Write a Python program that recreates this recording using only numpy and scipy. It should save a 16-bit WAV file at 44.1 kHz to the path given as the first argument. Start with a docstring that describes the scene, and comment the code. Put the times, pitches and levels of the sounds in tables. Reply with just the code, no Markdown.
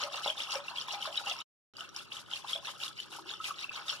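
"""A wire whisk, spun to and fro between the palms, churns buttermilk in a clay pot, about six strokes a second.
Each stroke sloshes the liquid, whips up a froth of small bubbles and flings fine spray.
Single bubbles plink, chirp and plop on top, and the wires tick against the clay.
The pot rings faintly, close to a stereo microphone, over a quiet kitchen room tone.
The sound cuts out briefly and resumes a little slower."""
import sys
import numpy as np
from scipy import signal
from scipy.fft import rfft, irfft
from scipy.io import wavfile

SR = 44100
rng = np.random.default_rng(int(sys.argv[2]) if len(sys.argv) > 2 else 0)


def inscribe(sig):
    """Save sig as 16-bit PCM at rate SR to the path in sys.argv[1].

    A 1-D sig is mono; a 2-D sig holds one channel per row.
    Samples are clipped to [-1, 1] before scaling.
    """
    pcm = np.round(np.clip(np.atleast_2d(sig).T, -1, 1) * 32767)
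    wavfile.write(sys.argv[1], SR, pcm.astype(np.int16))


N = 176400

# whisk strokes (centre time [s], slosh level [dB], froth level [dB], spray level [dB])
STROKES = [(0.024, -44, -35, -50), (0.167, -45, -39.5, -51), (0.277, -46, -35.5, -49),
           (0.421, -50, -37, -50.5), (0.543, -46.5, -36, -47.5), (0.696, -50, -47, -56.5),
           (0.809, -52.5, -39.5, -54), (0.929, -54.5, -39, -52.5), (1.048, -49.5, -41, -51),
           (1.177, -50, -41, -51.5), (1.303, -51, -38, -48.5), (1.408, -55, -44.5, -59),
           (1.82, -54.5, -47, -59), (1.995, -59, -46.5, -54), (2.171, -55, -46, -52.5),
           (2.356, -52.5, -43, -49.5), (2.523, -54.5, -38, -47.5), (2.689, -50.5, -42.5, -48.5),
           (2.846, -54, -42, -45.5), (3.014, -63.5, -44.5, -57.5), (3.156, -54.5, -47.5, -51.5),
           (3.311, -53.5, -43, -57), (3.474, -54, -38.5, -46.5), (3.617, -60, -42.5, -56),
           (3.77, -50.5, -41, -55), (3.92, -50.5, -37, -48.5)]
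# small bubbles bursting at the wires (time [s], level [dB], pitch [Hz])
PLINKS = [(0.3001, -22, 3144), (0.682, -29, 2680), (0.7826, -26, 3200), (1.023, -28.5, 3050),
          (1.1746, -21, 3790), (2.334, -25, 3140), (2.531, -22, 3210), (2.5593, -27, 3370),
          (3.3367, -32.5, 3460), (3.642, -29, 2616), (3.6925, -29.5, 2540)]
# surfacing bubbles (time [s], level [dB], start pitch [Hz], rise per decay time [fraction])
CHIRPS = [(2.117, -33, 1823, 0.67), (2.443, -36.5, 770, 0.21), (3.184, -39, 800, 0.2),
          (3.4, -35.5, 1192, 0.073), (3.506, -30.5, 1025, 0.043)]
# air pockets closing behind the whisk (time [s], level [dB], start pitch [Hz], decay time [s])
PLOPS = [(.04, -41, 600, 0.046), (.261, -22, 897, 0.0017), (.278, -37.5, 608, 0.026),
         (.555, -36.5, 548, 0.023), (.883, -33.5, 930, 0.0038), (.935, -38.5, 775, 0.048),
         (1.054, -30.5, 1258, 0.0044), (1.074, -36.5, 671, 0.025), (1.268, -35, 825, 0.012),
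         (1.313, -36, 711, 0.0098), (2.553, -40.5, 673, 0.024)]
# wires ticking on the pot and snapping through the surface (time [s], level [dB], pitch [Hz])
TICKS = [(.555, -26, 5340), (1.768, -36, 4630), (1.8075, -30.5, 3010), (1.891, -42, 5670),
         (1.963, -27, 5260), (2.835, -23.5, 3800), (2.880, -31, 3420), (3.001, -27.5, 3070),
         (3.9063, -32.5, 3270)]
# EQ curves of the three liquid layers and the room tone (frequency [Hz], gain [dB])
SLOSH_EQ = [(100, -55), (420, -3), (540, -7), (1250, 5), (1650, -1.5), (4000, -26)]
FROTH_EQ = [(100, -15), (1800, -11), (2500, 0.5), (3250, 2), (4400, -3.5), (5400, -5.5), (6400, -15),
            (9000, -26.5)]
SPRAY_EQ = [(300, -28.5), (5000, 7), (8200, -2.5), (11000, -2.5), (15000, -22)]
KITCHEN_EQ = [(25, -25), (120, 4.5), (350, -3.5), (2000, -24.5), (15000, -57.5)]
# air resonances of the pot (pitch [Hz], gain [dB], T60 [s])
POT_MODES = [(330, -24, 0.15), (570.3, 2, 0.15), (860, -16, 0.28), (1293, -4, 0.088)]
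# sound arriving directly, not scattered by the pot wall (frequency [Hz], power share [0-1])
DIRECT_SHARE = [(200, 0.95), (600, 1), (1350, 0.87), (3200, 0.94), (5400, 1), (10000, 0.02)]
# stereo spread of the direct sound (frequency [Hz], left minus right phase [rad])
STEREO_PHASE = [(1380, 0), (2070, 3.3), (2410, 2.9), (2930, 6.6), (3700, 6.1), (5680, -0.5), (9000, 10.9)]
# the highs lean left (frequency [Hz], left minus right level [dB])
STEREO_BALANCE = [(4000, 1), (6500, 2.5), (9500, 8.5)]

STROKE_EDGE = 3.08  # higher = harder attack and release
PITCH_WAVER = 0.08  # rough depth of a large bubble's wobble, as a fraction of its pitch
DEEP_HZ, DEEP_WIDTH_HZ, DEEP_SEND_DB = 840, 300, 3.5  # band layered onto the early slosh
WALL_T60_S, ROOM_T60_S, ROOM_SEND_DB = 0.045, 0.15, -7.5
MUTE_FROM_S, MUTE_TO_S, MUTE_FADE_S = 1.417, 1.737, 0.0051
HIGH_CUT_HZ = 15200


def amp(db):
    """Decibels to gain."""
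    return 10 ** (np.asarray(db) / 20)


def unit(x):
    """Normalises to rms 1."""
    return x / np.sqrt(np.mean(x ** 2))


def curve(points):
    """Draws a (frequency [Hz], value) table across the whole spectrum."""
    hz, value = np.transpose(points)
    return np.interp(np.log1p(np.fft.rfftfreq(N, 1 / SR)), np.log1p(hz), value)


def eq(x, points):
    """Shapes the tone with an EQ curve."""
    return irfft(rfft(x) * amp(curve(points)), N)


def band(x, hz, width_hz):
    """Keeps a bell-shaped band around hz."""
    return irfft(rfft(x) * np.exp(-((np.fft.rfftfreq(N, 1 / SR) - hz) / width_hz) ** 2), N)


def add(mix, s, sound):
    """Drops a sound into the mix at time s."""
    part = mix[round(s * SR):][:len(sound)]
    part += sound[:len(part)]


def wander(per_s):
    """A random modulator that slides to a new value per_s times a second."""
    return np.interp(np.arange(N) / SR * per_s, np.arange(N), rng.standard_normal(N))


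def room_tone():
    """A faint low kitchen bed, mostly out of phase between the channels."""
    shared, own = rng.standard_normal((2, N))
    noise = np.array([own / 2 + shared, own / 2 - shared])
    return amp(-62) * unit(eq(noise, KITCHEN_EQ))


def hollow_hum(centre_s=3.243, width_s=0.16, hz=355, width_hz=75, steady=0.42):
    """A faint hum near the pot's lowest pitch swells once."""
    swell = steady + np.exp(-((np.arange(N) / SR - centre_s) / width_s) ** 2)
    return amp(-63) * unit(band(rng.standard_normal(N), hz, width_hz)) * swell


def reverb(x, t60):
    """A dying tail of random reflections, different for each ear."""
    t = np.arange(SR // 2) / SR
    tail = rng.standard_normal((2, len(t))) * np.exp(-np.log(1000) * t / t60)
    return signal.fftconvolve(x[None], tail / np.linalg.norm(tail[0]))[:, :N]


def pot_resonance(x):
    """The air in the pot rings on at its modes, adding a hollow body."""
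    t = np.arange(SR // 2) / SR
    ring = np.zeros(len(t))
    for hz, db, t60 in POT_MODES:
        damping = np.log(1000) / t60
        ring += amp(db) * 2 * damping / SR * np.exp(-damping * t) * np.cos(2 * np.pi * hz * t)
    return x + signal.fftconvolve(x, ring)[:N]


def noise_burst(db, decay_s):
    """The short noisy transient of a splash or click."""
    t = np.arange(SR // 20) / SR
    return amp(db) * np.exp(-t / decay_s) * rng.standard_normal(len(t))


def ping(hz, rise_s, decay_s, glide=0, waver=0):
    """A damped sine: glide lifts the pitch per decay time, waver wobbles it as a bubble deforms."""
    t = np.arange(0, 7 * decay_s + rise_s, 1 / SR)
    envelope = (1 - np.exp(-(t / rise_s) ** 2)) * np.exp(-t / decay_s)
    wobble = waver * wander(per_s=260)[:len(t)] if waver else 0
    pitch = hz * (1 + glide * t / decay_s + wobble)
    return envelope / envelope.max() * np.sin(2 * np.pi * np.cumsum(pitch) / SR)


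def wire_ticks():
    """A wire strikes the wet clay: a bright click and a short ping."""
    clicks, pings = np.zeros((2, N))
    for s, db, hz in TICKS:
        add(clicks, s, noise_burst(db - 5, decay_s=0.0018))
        add(pings, s, amp(db) * ping(hz, rise_s=0.00049, decay_s=0.0015))
    return eq(clicks, SPRAY_EQ) / 2 + eq(clicks, FROTH_EQ) + pings


def single_bubbles():
    """Lone bubbles ring out of the churn as plinks, chirps and gurgling plops."""
    tones, gurgles = np.zeros((2, N))
    for s, db, hz in PLINKS:
        add(tones, s, amp(db) * ping(hz, rise_s=0.0016, decay_s=0.0028, glide=0.016))
    for s, db, hz, glide in CHIRPS:
        add(tones, s, amp(db) * ping(hz, rise_s=0.0033, decay_s=0.005, glide=glide, waver=PITCH_WAVER))
    for s, db, hz, decay_s in PLOPS:
        add(tones, s, amp(db) * ping(hz, rise_s=0.001, decay_s=decay_s, glide=0.02, waver=PITCH_WAVER))
        add(gurgles, s, noise_burst(db - 0.5, decay_s))
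    return tones + eq(gurgles, SLOSH_EQ)


def bubble_cloud(low_hz, high_hz, per_s, cycles, spread_db=0, glide=0, pitches=40):
    """A steady texture of randomly triggered bubbles; cycles scales how long each rings."""
    cloud = np.zeros(N)
    for hz in np.geomspace(low_hz, high_hz, pitches):
        chance, size = rng.random((2, N))
        accent_db = spread_db * np.minimum(-np.log(size), np.pi)
        triggers = (chance < per_s / pitches / SR) * amp(accent_db)
        decay_s = cycles * rng.uniform(1.0, 2.96) / hz
        grain = ping(hz, decay_s / 2, decay_s, glide) * np.sqrt(hz / decay_s)
        cloud += signal.oaconvolve(triggers, grain)[:N]
    return unit(cloud)


def flutter(per_s, depth_db):
    """The level jumps unevenly as the wires cut the surface one after another."""
    return unit(amp(2 * depth_db * np.tanh(wander(per_s) / 2)))


def stroke_envelope(levels_db, width_s, linger_db, lag_s=0, linger_s=0.11):
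    """Each stroke bites, holds and lets go; the liquid keeps stirring in between."""
    t = np.arange(0, N, 32) / SR
    from_centre_s = t[:, None] - np.transpose(STROKES)[0] - lag_s
    push = np.exp(-abs(2 * from_centre_s / width_s) ** STROKE_EDGE)
    linger = amp(linger_db) ** 2 * np.exp(-(from_centre_s / linger_s) ** 2)
    power = (push + linger) @ amp(levels_db) ** 2
    return np.interp(np.arange(N) / SR, t, np.sqrt(power))


def spray(levels_db):
    """The top end: tiny droplets land all over the pot, so each ear hears its own spatter."""
    drops = np.array([bubble_cloud(2000, 14000, per_s=3300, cycles=0.77) for _ in "LR"])
    fizz = unit(eq(drops + rng.standard_normal((2, N)) / 2, SPRAY_EQ))
    fizz *= flutter(per_s=120, depth_db=3.5)
    return fizz * stroke_envelope(levels_db, width_s=0.087, linger_db=-18.5)


def slosh(levels_db):
    """The body: large bubbles and churning liquid, deeper during the quick early strokes."""
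    bubbles = bubble_cloud(442.7, 1703, per_s=420, cycles=2.904, spread_db=0.5, glide=0.1204)
    churn = eq(bubbles + rng.standard_normal(N) / 2, SLOSH_EQ)
    deep = churn + amp(DEEP_SEND_DB) * band(churn, DEEP_HZ, DEEP_WIDTH_HZ)
    body = np.where(np.arange(N) / SR < MUTE_TO_S, unit(deep), unit(churn))
    body *= flutter(per_s=70, depth_db=3.5)
    return body * stroke_envelope(levels_db, width_s=0.081, linger_db=-5.5)


def froth(levels_db):
    """The lead layer: the wires whip up small bubbles in a wet swish."""
    bubbles = bubble_cloud(1703, 8480, per_s=1700, cycles=3.5, spread_db=6.5)
    hiss = amp(-3.5) * rng.standard_normal(N)
    swish = unit(eq(bubbles + hiss, FROTH_EQ)) * flutter(per_s=140, depth_db=2)
    return swish * stroke_envelope(levels_db, width_s=0.062, linger_db=-15.5, lag_s=-0.011)


def scene():
    """The whisking rings through the pot and reaches the microphone directly and by reflection."""
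    _, slosh_db, froth_db, spray_db = np.transpose(STROKES)
    whisking = slosh(slosh_db) + froth(froth_db) + single_bubbles() + wire_ticks()
    pot = pot_resonance(whisking) + hollow_hum()
    share = np.clip(curve(DIRECT_SHARE), 0, 1)
    sides = np.array([[0.5], [-0.5]])  # left, right
    direct = np.sqrt(share) * rfft(pot) * np.exp(1j * sides * curve(STEREO_PHASE))
    scattered = np.sqrt(1 - share) * rfft(reverb(pot, WALL_T60_S))
    room = amp(ROOM_SEND_DB) * rfft(reverb(pot, ROOM_T60_S))
    spectrum = direct + scattered + room + rfft(spray(spray_db))
    return irfft(spectrum * amp(sides * curve(STEREO_BALANCE)), N) + room_tone()


def record(dry):
    """The mix mutes for a moment, and a steep high cut trims the very top."""
    t = np.arange(N) / SR
    fade = np.exp(-np.maximum(t - MUTE_FROM_S, 0) / MUTE_FADE_S)
    gate = np.where(t < MUTE_TO_S, fade, 1)
    lowpass = signal.firwin(511, HIGH_CUT_HZ, window=("kaiser", 9), fs=SR)
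    return signal.oaconvolve(dry * gate, lowpass[None], "same")


dry = scene()
out = record(dry)
inscribe(out)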